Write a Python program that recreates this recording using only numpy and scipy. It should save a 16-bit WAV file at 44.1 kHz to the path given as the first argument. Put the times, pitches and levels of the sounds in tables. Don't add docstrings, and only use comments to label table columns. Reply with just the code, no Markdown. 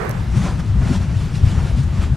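import sys
import numpy as np
from scipy import signal
from scipy.fft import rfft, irfft, next_fast_len
from scipy.io import wavfile
from scipy.ndimage import uniform_filter1d, map_coordinates

SR = 44100
rng = np.random.default_rng(int(sys.argv[2]) if len(sys.argv) > 2 else 0)


def makeup_ratio(level_db):
    decades = np.asarray(level_db, float) / 20
    return 10 ** decades


def unload_wav(signal):
    wavfile.write(
        sys.argv[1],
        SR,
        np.round(np.clip(np.atleast_2d(signal).T, -1, 1) * 32767).astype(np.int16),
    )


N = 95388

# time in seconds, level in dB.
ROAR_DB = [(0.0, -29), (0.08, -27.5), (0.38, -23), (0.74, -23), (0.86, -19.5), (1.05, -23.5), (1.24, -23),
           (1.4, -20), (1.67, -23.5), (1.83, -23.5), (2.16, -23)]
# frequency in Hz, density in dB per Hz.
ROAR_SPECTRUM = [(12, -45), (20, -5.5), (59, -3.5), (120, -0.5), (187, -7.5), (290, -21.5), (344, -24.5),
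                 (464, -35.5), (600, -45.5), (780, -61), (1320, -120)]
# centre in seconds, pitch in Hz, level in dB, length in cycles.
SLUGS = [(0.099, 121, -19, 2.4), (0.215, 57, -15, 0.86), (0.319, 60, -14, 2.8), (.377, 125, -9.5, 3.1),
         (.36, 193, -19.5, 5.5), (.405, 192.4, -16, 5.4), (0.441, 171, -20, 6.1), (.69, 110, -15, 4.1),
         (0.784, 59, -11.5, 3), (0.812, 128, -14, 2.7), (.905, 179, -11, 2.4), (.912, 242, -13, 4),
         (0.908, 342, -22, 4.7), (0.919, 64, -18, 2.6), (0.964, 183, -18.5, 3.8), (1.009, 152, -18.5, 1.4),
         (1.171, 102.7, -10, 1.83), (1.442, 98, -1, 1.2), (1.472, 105, -7, 1.13), (1.565, 105, -14, 4.2),
         (1.609, 74, -9.5, 1.2), (1.742, 57.4, -8.5, 1.8), (1.776, 226, -18.5, 2.7), (1.8, 128, -11.5, 4.3),
         (1.854, 73.5, -12, 2.1), (1.93, 138, -17, 3.7), (1.998, 67.4, -7.5, 0.86),
         (2.123, 66, -10.5, 1.95), (2.13, 128, -15, 4.6), (0.431, 64, -24, 2.1), (0.491, 53, -16.5, 1.2),
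         (0.541, 57.5, -23, 2.4), (.64, 50.7, -19, 1.3), (.72, 93, -11, 2.1), (.755, 154, -14, 2.5),
         (.93, 88, -23, 3.4), (0.986, 90, -15, 1.5), (1.019, 70.4, -15, 1.3), (1.05, 103, -22, 2.7),
         (1.12, 71, -16.5, 2.3), (1.125, 157, -17.5, 2.5), (1.22, 61, -14, 1.6), (1.311, 55, -16.5, 1.8),
         (1.585, 62, -13, 2.2), (1.64, 46, -19, 1.8), (1.785, 55, -23, 1.4), (1.911, 65, -15, 1.5),
         (2.019, 253, -27, 4.3), (2.049, 72, -15, 1.7), (.35, 332, -26.5, 3.6)]
# peak in seconds, rise from -10 dB in seconds, fall to -10 dB in seconds.
SPURTS = [(.2, .1, .12), (.372, .055, .045), (.44, .07, .115), (.468, .04, .08), (.6, .013, .013),
          (.67, .08, .07), (.82, .03, .08), (.89, .1, .07), (.958, .07, .028), (1.03, .05, .04),
          (1.1, .025, .1), (1.24, .13, .08), (1.357, .035, .045), (1.49, .065, .08), (1.59, .06, .08),
          (1.68, .08, .075), (1.795, .035, .03), (1.835, .015, .025), (1.97, .06, .05), (2.033, .04, .045)]
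# hiss in dB, body in dB.
SPURT_DB = [(-49.5, -43.5), (-40.5, -36), (-37.5, -35), (-52, -29.5), (-40, -33.5), (-56, -63), (-49, -35),
            (-42, -32.5), (-36, -33), (-42.5, -37), (-50, -44), (-41.5, -42.5), (-38.5, -52), (-39, -36.5),
            (-42.5, -33), (-41.5, -39), (-41, -62), (-48, -45), (-44.5, -37.5), (-37.5, -34.5)]
SIZZLE_DB = [-64, -45, -43, -60, -46.5, -55, -56, -48, -43, -54, -58, -54, -46.5, -46, -52, -49, -49.5,
             -47.5, -56, -51.5]
# frequency in Hz, density in dB per Hz.
HISS_SPECTRUM = [(1000, -16), (1700, -7.5), (2500, -4.5), (4000, -9), (7500, -15), (11500, -25),
                 (13000, -36), (15800, -52)]
BODY_SPECTRUM = [(170, 8.5), (260, 10), (450, 2.5), (800, 2), (1400, -0.5), (1900, -6.5), (2800, -17)]
SIZZLE_SPECTRUM = [(3500, -3), (5500, 0), (9500, -7), (13000, -26)]
# frequency in Hz, correlation from 0 to 1.
JET_ALIKE = [(400, 0.88), (1200, 0.99), (2500, 0.97), (6200, 0.95), (7500, 0.57), (8800, 0.65),
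             (10000, 0.89)]
# time in seconds, level in dB.
GUST_DB = [(0, -25.5), (.03, -23.5), (.1, -27.5), (.2, -35), (.28, -42.5), (.36, -80)]
# frequency in Hz, density in dB per Hz.
GUST_SPECTRUM = [(250, -17), (400, 4), (600, -1), (1100, -3), (1800, -5), (3000, -22.5), (5000, -30),
                 (8000, -39), (16000, -55)]
# frequency in Hz, gain over the right port's spectrum in dB.
GUST_LEFT_DB = [(400, -11), (1500, -9), (3000, -2), (6000, -1), (15000, -1)]
# centre in seconds, pitch in Hz, peak in dB, width in seconds.
LUMPS = [
    (.03, 477, -22, 0.0047),
    (.048, 940, -22, 0.0018),
    (.068, 1530, -27, 0.0037),
    (.102, 575, -23.5, 0.0024),
    (.155, 830, -27, 0.0033),
    (.205, 910, -31, 0.0029),
]
# frequency in Hz, density in dB per Hz.
GUST_TOP_SPECTRUM = [(2500, -14), (4000, -9), (8000, 0), (11000, -4), (16000, -11)]
BREEZE_SPECTRUM = [(200, -21), (350, -14.5), (800, -9.5), (1500, -13), (4000, -24.5), (9000, -24),
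                   (11000, -44)]
SELF_NOISE_SPECTRUM = [(9000, -4), (13000, 0), (15900, -6)]
# right-port time in seconds, pitch in Hz, peak in dB, left over right in dB, width in ms.
TICKS = [(.0522, 11500, -31, -7, .12), (.0525, 7000, -36, -4, .25), (.0943, 12500, -11.5, -12, .045),
         (.0948, 6500, -21, -13, .07), (.0985, 11000, -36, -10, .1), (.1043, 10500, -35, -10, .08),
         (.1100, 11000, -35, -10, .2), (.1118, 5000, -30, 0, .15), (.1120, 6200, -22, -9, .17),
         (.1127, 11700, -26, -11, .2), (.1135, 14000, -33, -11, .1), (.186, 15200, -48, -4, .12),
         (.2065, 9500, -42, 0, .06), (.236, 13000, -36, -1, .04), (.245, 15300, -41, -1, .12),
         (.2453, 11000, -43, -1, .06)]
# frequency in Hz, density in dB per Hz.
CRACKLE_SPECTRUM = [(4000, -9), (9000, -2), (11000, 0), (13000, -10), (15500, -5)]
# centre in seconds, pitch in Hz, peak in dB.
POPS = [(.356, 1180, -36), (.418, 2030, -33), (.444, 1390, -33), (0.465, 1050, -27.5), (.468, 572, -27.5),
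        (.485, 1380, -32), (.495, 1030, -29), (.512, 762, -30.5), (.528, 480, -33), (.599, 1620, -34),
        (.605, 1280, -33.5), (.82, 700, -33), (.852, 2030, -33), (.876, 830, -28), (.894, 770, -34),
        (.927, 1380, -32), (.963, 3420, -31), (.975, 930, -32), (1.212, 2960, -37), (1.356, 2545, -34),
        (1.355, 3960, -31), (1.551, 886, -35), (1.591, 1290, -38), (1.674, 1470, -32), (2.023, 1390, -36),
        (2.032, 920, -33), (2.039, 1200, -32), (2.046, 1570, -32)]
# centre in seconds, pitch in Hz, peak in dB.
TAPS = [(.77, 600, -37), (1.37, 495, -43), (1.384, 665, -30), (1.44, 600, -26), (1.66, 546, -24),
        (1.675, 600, -29), (1.709, 800, -27), (1.715, 550, -23), (1.752, 696, -25), (1.786, 500, -27),
        (2.07, 600, -26)]
# frequency in Hz, density in dB per Hz.
SPLASH_SPECTRUM = [(2000, -20), (2500, 0), (3250, -12)]


def unit(x):
    return x / np.sqrt(np.mean(x ** 2) + 1e-20)


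def along(points, hz, closed=False):
    f, v = np.transpose(points)
    edge = -120 if closed else None
    return np.interp(np.log(hz + 1), np.log(f + 1), v, edge, edge)


def curve(rows):
    s, v = np.transpose(rows)
    return np.interp(np.arange(N) / SR, s, v)


def wobble(rate_hz):
    return map_coordinates(rng.standard_normal(400), [np.arange(N) * rate_hz / SR])


def filtered(x, response):
    m = next_fast_len(N + SR // 2)
    return irfft(rfft(x, m) * response(np.fft.rfftfreq(m, 1 / SR)), m)[..., :N]


def ports(x, left_db, right_db):
    return x * makeup_ratio([[left_db], [right_db]])


def rush(spectrum, alike, patchy_db):
    z = signal.stft(rng.standard_normal((2, N)), nperseg=512)[2]
    field = rng.standard_normal(z.shape[1:])
    for axis in (0, 1):
        field = uniform_filter1d(field, size=8, axis=axis)
    pair = signal.istft(z * makeup_ratio(patchy_db * unit(field)), nperseg=512)[1][:, :N]

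    def mid_side(hz):
        turn = np.arccos(np.clip(along(alike, hz), -1, 1)) / 2
        return makeup_ratio(along(spectrum, hz, True)) * [np.cos(turn), np.sin(turn)]

    mid, side = filtered(pair, mid_side)
    return unit(np.array([mid + side, mid - side]))


def blip(at_s, hz, db, width_s, glide=0.):
    t = np.arange(N) / SR - at_s
    u = np.clip(t / width_s, -6, 6)
    return makeup_ratio(db) * np.exp(-.5 * u ** 2) * np.cos(2 * np.pi * hz * t * (1 + .5 * glide * u))


def rumble():
    roar_db = curve(ROAR_DB) + 2.36 + 0.9 * wobble(12.05)
    roar = makeup_ratio(roar_db) * rush(ROAR_SPECTRUM, [(100, 0.97)], patchy_db=-0.36)
    slugs = sum(blip(s, hz, db, cycles / hz / 2, glide=0.08) for s, hz, db, cycles in SLUGS)
    return ports(roar + slugs, 1.75, -1.75)


def jets():
    t = np.arange(N) / SR
    hiss, body, sizzle = makeup_ratio(-47.5) ** 2, makeup_ratio(-39.5) ** 2, 0
    for (s, rise_s, fall_s), (hiss_db, body_db), sizzle_db in zip(SPURTS, SPURT_DB, SIZZLE_DB):
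        shape_db = -10 * np.where(t < s, (s - t) / rise_s, (t - s) / fall_s) ** 1.4
        hiss = hiss + makeup_ratio(hiss_db + shape_db) ** 2
        body = body + makeup_ratio(body_db + shape_db) ** 2
        sizzle = sizzle + makeup_ratio(sizzle_db + shape_db) ** 2
    flutter_db = wobble(44.36)
    treble_gain = makeup_ratio(0.5 * flutter_db)
    body_gain = makeup_ratio(0.58 * flutter_db + 0.61 * wobble(60.5))
    return (np.sqrt(hiss) * treble_gain * rush(HISS_SPECTRUM, JET_ALIKE, patchy_db=1.0)
            + np.sqrt(body) * body_gain * rush(BODY_SPECTRUM, JET_ALIKE, patchy_db=0.3)
            + np.sqrt(sizzle) * treble_gain * rush(SIZZLE_SPECTRUM, JET_ALIKE, patchy_db=3.0))


def gust():
    left, right = rush(GUST_SPECTRUM, [(500, 0.049)], patchy_db=0.5)
    left = filtered(left, lambda hz: makeup_ratio(along(GUST_LEFT_DB, hz)))
    tumble_db = 1.2 * np.array([wobble(76), wobble(69.0)])
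    return makeup_ratio(curve(GUST_DB) + tumble_db) * [left, right]


def gust_top():
    top = makeup_ratio(-38.5 + 0.59 * curve(GUST_DB)) * rush(GUST_TOP_SPECTRUM, [(500, 0.24)], patchy_db=0.7)
    return ports(top, -2.5, 0)


def gust_lumps():
    return ports(sum(blip(*lump) for lump in LUMPS), -13, 0)


def breeze():
    lumps_db = 3.5 * np.array([wobble(25.1), wobble(24.85)])
    return ports(makeup_ratio(-49 + lumps_db) * rush(BREEZE_SPECTRUM, [(500, 0.044)], patchy_db=1.5), 0, -5)


def self_noise():
    return makeup_ratio(-73) * rush(SELF_NOISE_SPECTRUM, [(500, 0.6)], patchy_db=1)


def crust_ticks():
    lag_s = 0.0005
    left = sum(blip(s + lag_s, hz, db + left_db, ms / 1000) for s, hz, db, left_db, ms in TICKS)
    right = sum(blip(s, hz, db, ms / 1000) for s, hz, db, _, ms in TICKS)
    return np.array([left, right])


def crust_crackle():
    noise = rush(CRACKLE_SPECTRUM, [(500, .3)], patchy_db=0.7)
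    return ports(noise * blip(.1105, 0, -39, width_s=.0024), -11, 0)


def bubble_pops():
    return sum(blip(s, hz, db, 2.6 / hz, glide=-.03) for s, hz, db in POPS)


def eddy_taps():
    return ports(sum(blip(s, hz, db, width_s=0.0011) for s, hz, db in TAPS), 0, -14)


def splash():
    noise = rush(SPLASH_SPECTRUM, [(500, .9)], patchy_db=.1)
    return ports(noise * blip(1.7, 0, -49, width_s=0.016), -5, 0)


def scene():
    lava = rumble() + jets() + bubble_pops() + splash()
    wind = gust() + gust_top() + gust_lumps() + breeze() + eddy_taps()
    crust = crust_ticks() + crust_crackle()
    return filtered(lava + wind + crust + self_noise(), lambda hz: hz < 15900)


def low_pass(x):
    return signal.sosfilt(signal.butter(12, 15900, fs=SR, output="sos"), x)


def record(dry):
    mix = dry / (1 + np.abs(dry) ** 8) ** (1 / 8)
    return low_pass(mix)


dry = scene()
out = record(dry)
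unload_wav(out)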